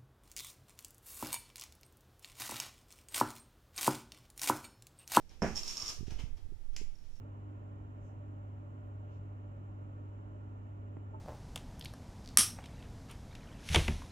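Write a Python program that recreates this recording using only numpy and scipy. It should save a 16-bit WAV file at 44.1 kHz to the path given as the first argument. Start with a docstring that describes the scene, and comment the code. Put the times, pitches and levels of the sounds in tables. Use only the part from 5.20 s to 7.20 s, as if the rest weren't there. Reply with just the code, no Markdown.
"""A hard boot sole slaps down on a living-room floor and slowly crushes an egg.
The floor and a cabinet ring from the step, and the shell crackles and cracks for half a second.
Under the shifting weight the sole rubs, the wet pieces squash and one more snaps.
Soft bumps and a low rumble reach the right microphone port, over the hiss of the quiet room."""
import sys
import numpy as np
from scipy import signal
from scipy.fft import rfft, irfft
from scipy.io import wavfile

SR = 44100
rng = np.random.default_rng(int(sys.argv[2]) if len(sys.argv) > 2 else 0)


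def pcm_store(signal):
    """Save signal as 16-bit PCM."""
    levels = np.round(np.clip(np.atleast_2d(signal), -1, 1) * 32767)
    wavfile.write(sys.argv[1], SR, levels.astype(np.int16).T)


N = 88200
TIME, BIN_HZ = np.arange(N) / SR, np.fft.rfftfreq(N, 1 / SR)


def amp(db):
    """Decibels to gain."""
    return 10 ** (np.asarray(db) / 20)


def unit(x):
    """Scales to rms 1."""
    return x / np.sqrt(np.mean(x ** 2) + 1e-20)


def read(points, hz):
    """Reads a curve on a log-frequency axis."""
    point_hz, value = np.transpose(points)
    return np.interp(np.log(hz + 1), np.log(point_hz + 1), value)


def fader(points):
    """Gain over time from (seconds, dB) points."""
    return amp(np.interp(TIME, *np.transpose(points)))


def pan(db):
    """Left and right gains; positive dB leans left."""
    return amp(np.array([[1], [-1]]) * db / 2)


def click(at_s):
    """A unit impulse."""
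    return 1. * (np.arange(N) == round(at_s * SR))


def pulse(middle_s, half_s):
    """A bell-shaped swell that peaks at 1."""
    return np.exp(-((TIME - middle_s) / half_s) ** 2)


def convolve(x, response):
    """Convolves each channel, cut to the scene's length."""
    return signal.fftconvolve(np.atleast_2d(x), np.atleast_2d(response), axes=1)[:, :N]


def colour(x, curve):
    """Minimum-phase EQ of unit energy: the curve sets only the tone."""
    log_gain = np.log(amp(read(curve, abs(np.fft.fftfreq(32768, 1 / SR)))))
    spectrum = np.exp(np.conj(signal.hilbert(log_gain)))
    taps = np.fft.ifft(spectrum).real[:16384]
    return convolve(x, taps / np.linalg.norm(taps))


def ring(modes):
    """Dying sines from (Hz, dB, seconds to fall 60 dB) rows."""
    return sum(amp(db - 60 * TIME / t60) * np.sin(2 * np.pi * hz * TIME) for hz, db, t60 in modes)


def crackle(per_s, spread_db):
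    """Random ticks of uneven size, scattered between left and right."""
    size = amp(spread_db * np.minimum(rng.exponential(1, N), 4))
    fires = rng.random(N) < per_s / SR
    ticks = size * fires * rng.choice([-1, 1], N)
    return unit(ticks * (1 + 0.74 * rng.standard_normal((2, N))))


# Stereo width of the room. Each row: frequency in Hz, left-right correlation.
ROOM_LIKENESS = [(60, 0.74), (500, 0.98), (1000, 0.36), (3000, 0.21), (12000, 0.033)]
def diffuse():
    """Noise from all around: narrow in the lows, wide in the highs."""
    left, other = rfft(rng.standard_normal((2, N)))
    likeness = np.clip(read(ROOM_LIKENESS, BIN_HZ), -1, 1)
    right = likeness * left + np.sqrt(1 - likeness ** 2) * other
    return irfft(np.array([left, right]), N)


def tail(decay, hold_s):
    """Diffuse sound that holds, then dies at its own speed in each band."""
    hz, t, bands = signal.stft(diffuse(), SR, nperseg=256)
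    fade = amp(-60 * np.maximum(t - hold_s, 0) / read(decay, hz)[:, None])
    attack = 1 - np.exp(-TIME / 0.00071)
    return signal.istft(bands * fade, SR)[1][:, :N] * attack


# Living-room reverb. Each row: frequency in Hz, seconds to fall 60 dB.
ROOM_DECAY = [(200, 0.66), (1000, .42), (2600, 0.39), (7000, 0.28), (14000, 0.37)]
def room(x, wet_db):
    """Direct sound plus the room's reverb."""
    response = tail(ROOM_DECAY, hold_s=0.014)
    return x + amp(wet_db) * convolve(x, response / np.linalg.norm(response[0]))


# Tone of the rumble. Each row: frequency in Hz, relative level in dB.
RUMBLE_EQ = [(3, -19.5), (11, 2), (20, -14.5), (35, -20), (70, -21), (130, -41), (300, -50), (600, -61.5),
             (2000, -110)]
# Its slow swells. Each row: time in seconds, level on the right in dB.
RUMBLE_FADER = [(0, -44), (0.2, -42.5), (0.35, -36), (0.43, -44), (0.58, -44), (0.67, -43), (0.77, -43.5),
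                (0.95, -28), (1.08, -32), (1.19, -36.5), (1.3, -34), (1.46, -40.5), (1.62, -33),
                (1.8, -44.5), (2, -41.5)]
def rumble():
    """A deep, swaying rumble, nearly all in the right port."""
    lows = unit(colour(rng.standard_normal((2, N)), RUMBLE_EQ))
    return lows * fader(RUMBLE_FADER) * np.array([[amp(-29.5)], [1]])


# Tone of the quiet room. Each row: frequency in Hz, relative level in dB.
ROOM_TONE_EQ = [(59, -11.5), (100, -5.5), (407, -18.5), (718, -23), (885, -20), (983, -28), (1370, -26),
                (4540, -31), (15000, -40)]
def room_tone():
    """A faint, steady bed of diffuse hiss."""
    return amp(-67.5) * unit(colour(diffuse(), ROOM_TONE_EQ))


# Modes of the high ring that the cracks set off. Each row: pitch in Hz, relative level in dB, seconds to fall
# 60 dB.
HIGH_RING_MODES = [(5270, -3, 0.013), (5474, 3.5, 0.019), (6650, -7, 0.0093)]
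def high_ping(detune):
    """A brief high ring near 5.4 kHz, detuned by a fraction of its pitch."""
    modes = [(hz * (1 + detune), db, t60) for hz, db, t60 in HIGH_RING_MODES]
    attack = 1 - np.exp(-TIME / 0.00066)
    return (amp(-18.5) * ring(modes) * attack)[:2048]


# Crackle as the sole bears down. Each row: time in seconds, relative level in dB.
CRUSH_FADER = [(0.0, -77), (0.215, -76.5), (0.224, -56), (0.28, -53), (0.338, -58.5), (0.365, -43),
               (0.415, -52), (0.48, -43), (0.545, -46.5), (0.60, -46.5), (0.65, -46), (0.695, -42),
               (0.73, -51), (0.78, -65.5), (0.87, -67), (1.04, -69), (1.12, -85.5), (2.0, -75)]
# The bigger cracks. Each row: start in seconds, relative level in dB, left over right in dB.
SHELL_FRACTURES = [(0.0937, -26, 2), (0.2190, -11, -8), (0.2246, -6.5, -14), (0.3577, -8, -12),
                   (0.3655, -5.5, 8), (0.37, -0.5, -9.5), (0.3762, -2.5, -16.5), (0.392, -9.5, 20.5),
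                   (0.4322, -3, -2), (0.4592, -10, -3), (0.4794, -4, -11), (0.487, -4, -8),
                   (0.5096, -5.5, -2), (0.5704, 0, -2.5), (0.5783, -3, -6), (0.6000, -1.5, -4.5),
                   (0.6168, -7, -12), (0.6226, 0, -9), (0.6609, -6, 0), (0.6682, -3.5, 3),
                   (0.6801, -5.5, -17.5), (0.688, -3, 7), (0.694, -8.5, 11), (1.169, -36.5, -12),
                   (1.5627, -11, -6), (1.7549, -29.5, -3), (1.7865, -32, -1), (1.957, -33, 5)]
# Tone of the crunch. Each row: frequency in Hz, relative level in dB.
CRUNCH_EQ = [(100, -8.5), (400, -5), (900, -9), (1190, -2), (1400, -11.5), (2000, -8), (2700, -4.5),
             (4200, -3), (5400, 4.5), (6700, 2), (8200, -10), (11500, -18.5), (13500, -15.5), (15500, -41)]
# Where each band of the crunch sits. Each row: frequency in Hz, left over right in dB.
CRUNCH_PAN = [(300, -1.5), (4000, 1.5), (5400, -4.5), (6700, 3), (9000, 11), (13000, 5)]
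def eggshell():
    """The shell gives way in fine crackle and larger fractures that crumble; the cracks set off a brief high
    ring near 5.4 kHz."""
    crush = amp(-5.5) * fader(CRUSH_FADER)
    fine_breaks = crush * crackle(per_s=2000, spread_db=0)
    ringing_breaks = crush * crackle(per_s=2100, spread_db=0.5) * pan(db=-11)
    fractures = [amp(db - 11.5) * pan(side) * click(s) for s, db, side in SHELL_FRACTURES]
    crumbling = convolve(sum(fractures), np.exp(-TIME / 0.0049))
    crumbs = amp(-32) * crumbling * crackle(per_s=6000, spread_db=4.0)
    pings = convolve(ringing_breaks, high_ping(detune=0))
    for piece in range(4):  # the fractures take turns on four slightly different pitches
        ping = high_ping(detune=0.013 * rng.standard_normal())
        pings = pings + convolve(sum(fractures[piece::4]), ping)
    crunch = room(colour(fine_breaks + crumbs, CRUNCH_EQ), wet_db=1.5)
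    crunch = irfft(rfft(crunch) * pan(read(CRUNCH_PAN, BIN_HZ)), N)
    return crunch + room(pings, wet_db=-9.5)


# Presses on the wet pieces. Each row: start in seconds, level before the room in dB, fade in seconds.
SQUASH_CUES = [(0.093, -64.5, 0.05), (0.87, -59, 0.035), (0.906, -54, 0.021), (0.989, -53.5, 0.029),
               (1.172, -66, 0.018), (1.532, -69.5, 0.033), (1.839, -73.5, 0.035)]
# Tone of a squash. Each row: frequency in Hz, relative level in dB.
SQUASH_EQ = [(150, 10.5), (500, 4.5), (1500, -3.5), (2400, 1), (3000, 0.5), (4200, -4), (5500, 1),
             (7200, -8.5), (8500, -15), (15000, -24)]
def squashes():
    """Short gritty bursts as the weight shifts on the wet pieces."""
    pressure = sum(amp(db) * (TIME > s) * pulse(s, fade_s) for s, db, fade_s in SQUASH_CUES)
    grit = pressure * crackle(per_s=2500, spread_db=2.0)
    return room(colour(grit, SQUASH_EQ), wet_db=2)


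# Soft bumps. Each row: peak time in seconds, relative level in dB, half the contact in seconds.
BUMP_CUES = [(0.162, -26.5, .003), (0.63, -19, 0.002), (0.695, -19, 0.0022), (0.791, -13, 0.0026),
             (0.8083, -13.5, 0.0012), (0.8291, -14.5, .0011), (0.8799, -16, 0.00098),
             (0.9208, -16.5, 0.0014), (1.0382, -8, 0.0017), (1.3206, -28, 0.00068), (1.613, -25, .0005)]
# Tone of a bump. Each row: frequency in Hz, relative level in dB.
BUMP_EQ = [(20, -22.5), (70, 2.5), (130, -1), (220, -3.5), (300, -4), (420, 3.5), (490, -11.5), (620, -36),
           (2000, -70)]
def port_bumps():
    """Dull knocks, nearly all in the right port; a longer contact sounds deeper."""
    pushes = sum(amp(db) * pulse(s, half_s) / (half_s * SR * np.sqrt(np.pi))  # level sets the area
                 for s, db, half_s in BUMP_CUES)
    return amp(10.5) * colour(pushes, BUMP_EQ) * np.array([[amp(-24.5)], [1]])


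# The sole lands. Each row: peak time in seconds, relative level in dB, half the contact in seconds.
SOLE_HITS = [(0.2213, -18.5, 0.0002), (0.2250, -44, .0005), (0.26, -28, 0.00072)]
# Floor and cabinet. Each row: pitch in Hz, relative level in dB, seconds to fall 60 dB.
FLOOR_AND_CABINET = [(66.1, -7, 0.464), (190, 4, 0.23), (214, 2, 0.2), (328, -19, .26), (398, -10.5, 0.36),
                     (525, -15, 0.17), (601, -17, 0.36), (677, -7, 0.19), (766, -14.5, 0.38),
                     (830, -18, 0.54), (978, -26, 0.33), (1110, -12, 0.14), (1553, -15, 0.19),
                     (1690, -19.5, 0.42)]
# Tone of the room's boom. Each row: frequency in Hz, relative level in dB.
BOOM_EQ = [(50, -7), (110, -4.5), (205, 2.5), (330, -4.5), (700, -7.5), (1200, -15.5), (1750, -16.5),
           (2600, -22), (3700, -38.5), (4700, -40), (5500, -27.5), (7000, -36), (9000, -48), (14000, -71)]
# Length of the boom. 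Each row: frequency in Hz, seconds to fall 60 dB.
BOOM_DECAY = [(100, 0.43), (260, 0.23), (700, 0.24), (1800, 0.39), (5000, 0.52), (12000, 0.53)]
def sole_slap():
    """The sole slaps down; its first hit sets floor, cabinet and room ringing."""
    slap = sum(amp(db) * pulse(s, half_s) for s, db, half_s in SOLE_HITS)
    body = amp(-30) * ring(FLOOR_AND_CABINET) * (1 - np.exp(-TIME / 0.005))
    boom = amp(-32) * colour(tail(BOOM_DECAY, hold_s=0.028), BOOM_EQ)
    first_hit = click(SOLE_HITS[0][0])
    return pan(db=-3.5) * (slap + convolve(first_hit, body + boom))


# Sole rubs. Each row: middle in seconds, half length in seconds, pitch in Hz, level before the room in dB.
RUB_CUES = [(0.641, 0.056, 1180, -57.5), (0.999, 0.015, 3025, -56.5)]
def sole_rubs():
    """Tiny slips of the sole on the floor excite one damped resonance in each rub."""
    rubs, t60_s = 0, 0.019
    for s, half_s, hz, db in RUB_CUES:
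        slips = crackle(per_s=1500, spread_db=-0.5)
        scuff = unit(convolve(slips, ring([(hz, 0, t60_s)])))
        rubs = rubs + amp(db) * pulse(s, half_s) * scuff
    return room(rubs, wet_db=-6)


# Quick stages of the last snap. Each row: start in seconds, relative level in dB.
SNAP_STAGES = [(1.5640, -39), (1.5654, -20.5), (1.5674, -37)]
# Tone of the snap. Each row: frequency in Hz, relative level in dB.
SNAP_EQ = [(300, -8), (1400, -8), (2200, 3), (2900, 3.5), (3900, -4), (5200, 6.5), (6200, 3.5), (7400, 5),
           (8300, -15), (10300, -9.5), (15000, -25)]
def last_snap():
    """One more piece of shell gives way as the heel lifts."""
    clicks = sum(amp(db) * click(s) for s, db in SNAP_STAGES)
    return room(colour(clicks, SNAP_EQ), wet_db=2)


def scene():
    """The step and the breaking egg up front, over bumps, rumble and room tone."""
    boot_on_egg = sole_slap() + eggshell() + sole_rubs() + squashes() + last_snap()
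    return boot_on_egg + port_bumps() + rumble() + room_tone()


def record(dry):
    """A steep high cut takes off the very top."""
    cutoff_hz = 15400
    high_cut = signal.firwin(401, cutoff_hz, window=("kaiser", 9), fs=SR)
    return signal.oaconvolve(dry, high_cut[None], "same")


dry = scene()
out = record(dry)
pcm_store(out)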